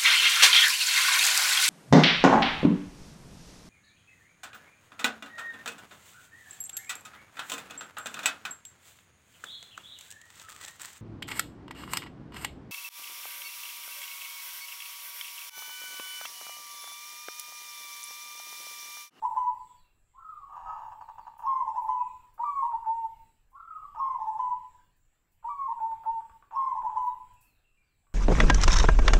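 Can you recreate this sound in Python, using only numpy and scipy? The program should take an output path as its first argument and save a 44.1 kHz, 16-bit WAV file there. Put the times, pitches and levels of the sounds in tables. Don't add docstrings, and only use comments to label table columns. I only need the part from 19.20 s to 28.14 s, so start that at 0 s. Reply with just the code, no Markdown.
import sys
import numpy as np
from scipy import signal
from scipy.io import wavfile
from scipy.ndimage import uniform_filter1d

SR = 44100
rng = np.random.default_rng(int(sys.argv[2]) if len(sys.argv) > 2 else 0)


def dump(signal):
    limited = np.clip(np.atleast_2d(signal).T, -1, 1)
    pcm = np.round(limited * 32767).astype(np.int16)
    wavfile.write(sys.argv[1], SR, pcm)


N = 394254

# delay/s, length/s, start, end and arch as pitch ratios, level/dB, swell/dB
OPENING = [(0, .038, .817, .856, -0.0078, 3, 5.5), (.022, .165, 1, .941, .005, 0.5, 0.5),
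           (0.175, .022, .891, .845, -.003, 0, -0.5)]
PIP = [(0, .048, 0.98, 1.04, 0.0024, 0.0037, 3)]
FLIP = [(0, 0.032, 1, 1.05, 0.00089, 1, 4), (.02, 0.033, 1.185, 1.12, 0.0056, -4, 1.5)]
CLOSING = [(0, .041, .85, .884, 0.00088, 4, 2), (0.018, 0.144, 1, 0.96, .003, 0.5, -10.5)]
# t/s, syllable, stretch factor, f/Hz, level/dB
NEAR_SONG = [(.02, FLIP, 1.01, 867, -26.5), (.146, CLOSING, 0.96, 1010, -33.5),
             (2.234, OPENING, 1, 1083, -31.5), (2.461, PIP, 0.97, 876.3, -29.5),
             (2.544, FLIP, 0.98, 861.5, -28.5), (2.664, CLOSING, 0.99, 1016, -34),
             (4.764, OPENING, 1.013, 1087, -34.5), (4.983, PIP, 1.3, 870, -33.5),
             (5.054, PIP, 1.03, 867.3, -30), (5.168, CLOSING, 1.08, 1013, -35.5),
             (7.326, OPENING, 1.05, 1087, -33), (7.545, FLIP, 1.05, 861, -32),
             (7.631, FLIP, 0.98, 856, -31), (7.744, CLOSING, 0.93, 1011, -34.5)]
# f/Hz, level/dB
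NEAR_OVERTONES = [(1750, -49), (2100, -40), (2650, -51), (3150, -49.5), (4000, -66), (4900, -73),
                  (5450, -45.5), (5800, -52), (6150, -51.5), (6800, -67.5), (8500, -69.5), (10200, -63.5),
                  (11500, -69)]
# delay/ms, level/dB
NEAR_ECHOES = [(4.01, -0.4), (10.28, 0.9), (15.5, -6), (20.59, -9), (29.71, -8), (35.94, -11),
               (45.75, -13.5), (51.19, -13.5), (59.94, -18.5), (69.13, -9), (84.66, -20.5), (98.66, -11)]
# t/s, level/dB
CLUCKS = [(1.72, -36.5), (1.81, -35), (1.887, -35), (1.982, -34), (2.068, -34), (2.192, -35.5),
          (2.222, -34.5), (4.748, -37), (4.76, -44), (7.312, -37.5), (7.322, -38)]


def near_dove():
    notes = notes_of(NEAR_SONG)
    voice = sing(notes, NEAR_OVERTONES, edge_s=.012, jitter=.0038, rough=.015)
    voice += throat_clicks(rattle(), rise_s=.0006)
    voice += rasp(onsets(notes, offset_db=-16, lead_s=.0023), fade_s=.0056, low_hz=700.4, high_hz=1135)
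    clucks = throat_clicks(stutter(CLUCKS, gap_s=.0033, step_db=10), rise_s=.0004)
    tail = reverb(voice + amp(-8) * clucks, start_s=.06, t60=.56, treble_t60=.18)
    return amp(-.54) * walls(voice + amp(1) * clucks, NEAR_ECHOES) + amp(-4) * tail


def notes_of(song):
    return [(s + delay * stretch, length * stretch, hz * start, hz * end, hz * arch, db + note_db, swell)
            for s, syllable, stretch, hz, db in song
            for delay, length, start, end, arch, note_db, swell in syllable]


def sing(notes, overtones=None, *, edge_s, jitter, rough, drift_samples=140):
    out, blur = np.zeros(N), np.hanning(drift_samples)
    blur /= np.linalg.norm(blur)
    for s, length, start_hz, end_hz, arch_hz, db, swell_db in notes:
        u = np.linspace(0, 1, max(round(length * SR), len(blur)))
        waver = signal.fftconvolve(rng.standard_normal(SR // 2)[:len(u)], blur, "same")
        shake = signal.fftconvolve(rng.standard_normal(SR // 2)[:len(u)], blur, "same")
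        hz = start_hz + (end_hz - start_hz) * u + 4 * arch_hz * u * (1 - u)
        phase = 2 * np.pi * np.cumsum(hz * (1 + jitter * waver)) / SR
        tone = np.sin(phase)
        if overtones:
            tone += sum(amp(read(overtones, k * hz)) * np.sin(k * phase) for k in range(2, 12))
        gate = np.sin(np.pi / 2 * np.clip(np.minimum(u, 1 - u) * length / edge_s, 0, 1)) ** 2
        add(out, s, np.sqrt(2) * amp(db + swell_db * (u - .5)) * gate * (1 + rough * shake) * tone)
    return out


# t/s, pulse rate/Hz, level/dB
RATTLE = [(1.271, 87.5, -52), (1.371, 81, -36), (1.429, 89, -39), (1.479, 85, -33), (1.531, 72, -38.5),
          (1.589, 73.7, -36), (1.683, 45.4, -39)]


def rattle(uneven_db=3.0):
    s, rate, db = np.transpose(RATTLE)
    t = np.arange(s[0], s[-1], 1 / SR)
    count = np.floor(np.cumsum(np.interp(t, s, rate)) / SR)
    pulse_s = t[1:][np.diff(count) > 0]
    pulse_db = np.interp(pulse_s, s, db) + uneven_db * rng.standard_normal(len(pulse_s))
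    return list(zip(pulse_s, pulse_db))


# f/Hz, level/dB, t60/s
THROAT_MODES = [(886, 1, 0.042), (1080, -1, 0.013), (1176, -5.5, 0.022), (1674, -20.5, 0.012),
                (2790, -24.5, 0.011), (4750, -45, 0.029), (5600, -35.5, 0.0094), (6753, -41, 0.057)]


def throat_clicks(hits, rise_s=.0024):
    bass_cut = signal.butter(4, 720, "high", fs=SR, output="sos")
    return signal.sosfilt(bass_cut, strike(hits, THROAT_MODES, rise_s))


def stutter(hits, gap_s, step_db):
    return [(s - k * gap_s, db - k * step_db) for s, db in hits for k in range(3)]


def onsets(notes, offset_db, lead_s):
    return [(s - lead_s, db + offset_db) for s, _, _, _, _, db, _ in notes]


def rasp(starts, fade_s, low_hz, high_hz):
    t, envelope = np.arange(SR // 10) / SR, np.zeros(N)
    for s, db in starts:
        add(envelope, s, amp(db) * t / fade_s * np.exp(1 - 2 * t / fade_s))
    band = signal.butter(3, [low_hz, high_hz], "band", fs=SR, output="sos")
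    noise = signal.sosfilt(band, rng.standard_normal(N))
    return envelope * noise / noise.std()


LONG_COO = [(0, .052, .75, .842, .008, .5, 8.5), (.046, .218, 1, .886, .005, 0.055, -4),
            (.235, .058, .772, .808, 0, 2, 7.5)]
ARCH = [(0, .14, 0.98, 1.003, .041, 0.0063, -2)]
# t/s, syllable, stretch factor, f/Hz, level/dB
SECOND_SONG = [(3.189, LONG_COO, 0.97, 1187, -32), (3.527, PIP, 0.91, 901.6, -31.5),
               (3.655, ARCH, 1.46, 886.6, -34.5), (6.237, LONG_COO, 1.01, 1169, -36),
               (6.598, ARCH, 1.01, 879.4, -36.5), (6.853, ARCH, 0.97, 885.6, -34.5)]
# f/Hz, level/dB
SECOND_OVERTONES = [(1800, -45.5), (2300, -36.5), (2800, -50.5), (3500, -53.5), (4600, -54.5),
                    (5600, -60.5), (7000, -53), (9000, -66), (11500, -57.5)]
# delay/ms, level/dB
SECOND_ECHOES = [(5.57, -1.5), (8.71, -8.5), (14.68, -3.5), (22.19, -12.5), (27.04, -10), (33.57, -10),
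                 (40.37, -19), (49.0, -11), (66.44, -15), (81.55, -20.5), (93.65, -17)]


def second_dove():
    voice = sing(notes_of(SECOND_SONG), SECOND_OVERTONES, edge_s=.0097, jitter=.0012, rough=.0033)
    starts = [(s - .012, db - 9.5) for s, _, _, _, db in SECOND_SONG]
    voice += rasp(starts, fade_s=.01, low_hz=740, high_hz=1270)
    tail = reverb(voice, start_s=.04, t60=.51, treble_t60=.27)
    return amp(-1) * walls(voice, SECOND_ECHOES) + amp(-9) * tail


HOARSE_COO = [(0, 0.079, .74, .873, .002, 0, -3.5), (0.029, 0.253, 1, .896, 0.024, 0, 8.5)]
PEEP = [(0, .08, 0.99, .945, 0.0034, 0, -1)]
# t/s, syllable, stretch factor, f/Hz, level/dB
FAR_SONG = [(.94, HOARSE_COO, 0.88, 1323, -45), (1.205, PEEP, 0.87, 1155, -43),
            (1.305, PEEP, 0.51, 1236, -38.5), (1.45, PEEP, 1.05, 1302, -42),
            (4.32, HOARSE_COO, .99, 1352, -44.5), (4.56, PIP, 1.4, 1104, -49),
            (4.625, PEEP, 0.84, 1195, -43.5), (4.745, PEEP, 0.92, 1261, -44)]


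def far_dove():
    notes = notes_of(FAR_SONG)
    voice = sing(notes, edge_s=.025, jitter=.016, rough=.28, drift_samples=520)
    voice += throat_clicks(stutter(onsets(notes, offset_db=-4, lead_s=-.006), gap_s=.005, step_db=1))
    return amp(-2.5) * (voice + reverb(voice, start_s=.006, t60=.56, treble_t60=.3))


# t/s, level/dB
CAGE_TICKS = [(6.602, -53.5), (6.714, -53.5), (6.835, -53.5), (7.005, -54.5), (7.096, -53.5), (7.224, -51),
              (7.309, -47), (7.515, -56), (7.62, -50), (7.70, -50.5), (7.822, -57), (7.906, -58),
              (8.868, -60.5), (8.926, -61)]
# f/Hz, level/dB, t60/s
CAGE_MODES = [(700, 0.5, 0.0029), (1120, -1, 0.056), (1365, 7.5, 0.0044), (1534, 2, 0.011),
              (1824, -21.5, 0.011), (2450, -11.5, 0.01), (3400, -22, 0.012)]


def cage():
    ticks = strike(CAGE_TICKS, CAGE_MODES, rise_s=.00027)
    return amp(5.5) * (ticks + reverb(ticks, start_s=.0037, t60=.3, treble_t60=.2))


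# t/s, level/dB, fade/s
RUSTLES = [(.02, -72.5, 0.44), (2.175, -62, 0.057), (2.61, -67.5, 0.14), (3.135, -63.5, .03),
           (3.241, -78.5, 0.14), (4.3, -68, 0.031), (5.76, -70, 0.032), (6.114, -65.5, 0.045),
           (6.29, -77, .05), (6.83, -74, .09), (7.81, -67.5, 0.031), (7.855, -65.5, .05),
           (8.13, -67.5, .015), (8.205, -59, 0.082)]
# f/Hz, level/dB
HISS = [(1000, -29.5), (3000, -13.5), (6000, -5.5), (9000, -1), (12000, 0.5), (15000, 4.5)]


def feathers(rise_s=.008):
    t, envelope = np.arange(SR // 2) / SR, np.zeros(N)
    for s, db, fade_s in RUSTLES:
        add(envelope, s, amp(db) * np.minimum(t / rise_s, np.exp((rise_s - t) / fade_s)))
    return envelope * wash(HISS, level_db=0, patchy_db=2.5)


SLUR = [(0, 0.1, 0.93, .71, .01, 0, 0.019)]
# t/s, syllable, stretch factor, f/Hz, level/dB
BIRD_SONG = [(.35, SLUR, 1.2, 5400, -80), (.46, PEEP, 1.5, 3470, -73.5), (.56, SLUR, .85, 5040, -70),
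             (.63, PEEP, 1.4, 2770, -70.5), (1.79, SLUR, 1.16, 5150, -79), (1.99, SLUR, 0.94, 5247, -75),
             (2.77, PEEP, 2.16, 2633, -66), (2.87, SLUR, 0.71, 4600, -79), (4.01, PEEP, 1.5, 4050, -82.5),
             (5.57, PEEP, 0.9, 1635, -68.5), (7.86, PEEP, 0.79, 3900, -76), (8.15, PEEP, 2.23, 2687, -67),
             (8.26, SLUR, 1.5, 4900, -75.5), (8.43, PEEP, 1.1, 2794, -64.5), (8.56, PEEP, 1.36, 2450, -66),
             (8.62, SLUR, 1.53, 5240, -79.5)]


def song_birds():
    voice = sing(notes_of(BIRD_SONG), edge_s=.02, jitter=.02, rough=.25, drift_samples=240)
    return amp(-5) * voice + amp(-3.5) * reverb(voice, start_s=.005, t60=.93, treble_t60=.54)


# f/Hz, level/dB
INSECT_BAND = [(5000, -61), (6300, -30), (7000, -6), (7350, -2), (7750, 0), (8100, -6), (8700, -27),
               (10000, -58)]
# middle t/s, f/Hz, level/dB
INSECT_SWELLS = [(.1, 7700, -73.5), (.49, 7650, -72.5), (.9, 7600, -72.5), (1.17, 7550, -82),
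                 (1.851, 7750, -83), (2.57, 7500, -78), (2.918, 7450, -76.5), (3.349, 7650, -73.5),
                 (3.78, 7650, -79), (4.149, 7700, -79), (4.62, 7700, -79.5), (5.221, 7600, -76),
                 (5.551, 7400, -77.5), (5.9, 7450, -74), (6.279, 7600, -77.5), (6.68, 7700, -78.5),
                 (7.07, 7800, -78), (7.48, 7650, -78), (7.771, 7400, -77.5), (8.149, 7550, -76.5),
                 (8.549, 7700, -79), (8.899, 7750, -74)]


def insects(swell_s=.5, centre_hz=7550):
    t, out = np.arange(N) / SR, np.zeros(N)
    band = signal.hilbert(wash(INSECT_BAND, level_db=0, patchy_db=2))
    for s, hz, db in INSECT_SWELLS:
        on = abs(t - s) < swell_s / 2
        shifted = np.roll(band, rng.integers(N))[on] * np.exp(2j * np.pi * (hz - centre_hz) * t[on])
        out[on] += amp(db) * np.cos(np.pi * (t[on] - s) / swell_s) ** 2 * shifted.real
    return out + amp(-84) * band.real


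# f/Hz, level/dB
RUMBLE = [(15, -4), (28, 6), (38, -1), (48, -20), (62, -14), (80, -8), (150, -19), (240, -25), (320, -25.5),
          (450, -30), (900, -38.5), (3000, -70.5)]
AIR = [(100, -31.5), (400, -9), (800, 2), (1600, -2), (2700, -2.5), (4000, -10), (6000, -17), (9000, -27),
       (14000, -40.5)]


def room_tone():
    rumble = wash(RUMBLE, level_db=-62, patchy_db=1.95)
    air = wash(AIR, level_db=-74, patchy_db=3.5)
    return rumble + air + wash(HISS, level_db=-77.5, patchy_db=4.5)


def walls(x, echoes):
    out = x.copy()
    for ms, db in echoes:
        add(out, ms / 1000, amp(db) * x)
    return out


def reverb(x, start_s, t60, treble_t60):
    hz, t, spectra = signal.stft(rng.standard_normal(SR), SR, nperseg=256)
    decay_s = read([(1200, t60), (7000, treble_t60)], hz)[:, None]
    tail = signal.istft(spectra * amp(-60 * t / decay_s) / np.sqrt(decay_s), SR, nperseg=256)[1]
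    tail *= np.sqrt(np.log(10 ** 6) / SR)
    out = np.zeros(N)
    add(out, start_s, signal.fftconvolve(x, tail))
    return out


def strike(hits, modes, rise_s):
    t, out = np.arange(SR // 10) / SR, np.zeros(N)
    ring = sum((-1) ** k * amp(db - 60 * t / t60) * np.sin(2 * np.pi * hz * t)
               for k, (hz, db, t60) in enumerate(modes))
    ring *= 1 - np.exp(-t / rise_s)
    for s, db in hits:
        add(out, s, amp(db) * ring)
    return out


def wash(spectrum, level_db, patchy_db):
    hz, _, spectra = signal.stft(rng.standard_normal(N), SR, nperseg=2048, noverlap=1536)
    patches = uniform_filter1d(rng.standard_normal(spectra.shape), size=12, axis=0)
    patches = uniform_filter1d(patches, size=7, axis=1)
    spectra *= amp(read(spectrum, hz)[:, None] + patchy_db * patches / patches.std())
    noise = signal.istft(spectra, SR, nperseg=2048, noverlap=1536)[1][:N]
    return noise / noise.std() * amp(level_db)


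def amp(db):
    return 10 ** (np.asarray(db) / 20)


def read(points, hz):
    f, value = np.transpose(points)
    return np.interp(np.log(hz + 1), np.log(f + 1), value)


def add(mix, s, sound):
    part = mix[max(round(s * SR), 0):][:len(sound)]
    part += sound[:len(part)]


def scene():
    room = room_tone()
    doves = near_dove() + second_dove() + far_dove()
    return (doves + song_birds() + cage() + feathers() + insects() + room)[None]


def noise_suppressor(x, shut_db=-63.5, open_db=-44.5, depth_db=-8, lag_s=.17, snap_db=11.5, start_db=-30):
    heard = signal.sosfilt(signal.butter(2, 500, "high", fs=SR, output="sos"), x[0])
    level_db = 10 * np.log10(abs(uniform_filter1d(heard ** 2, size=512)) + 1e-12)
    keep = np.exp(-1 / (lag_s * SR))
    slow_db = start_db + signal.lfilter([1 - keep], [1, -keep], level_db - start_db)
    control_db = np.maximum(slow_db, level_db - snap_db)
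    return x * amp(np.interp(control_db, [shut_db, open_db], [depth_db, 0]))


def record(dry):
    low_pass = signal.firwin(511, 15750, window=("kaiser", 9), fs=SR)
    return signal.oaconvolve(noise_suppressor(dry), low_pass[None], "same")


dry = scene()
out = record(dry)
dump(out)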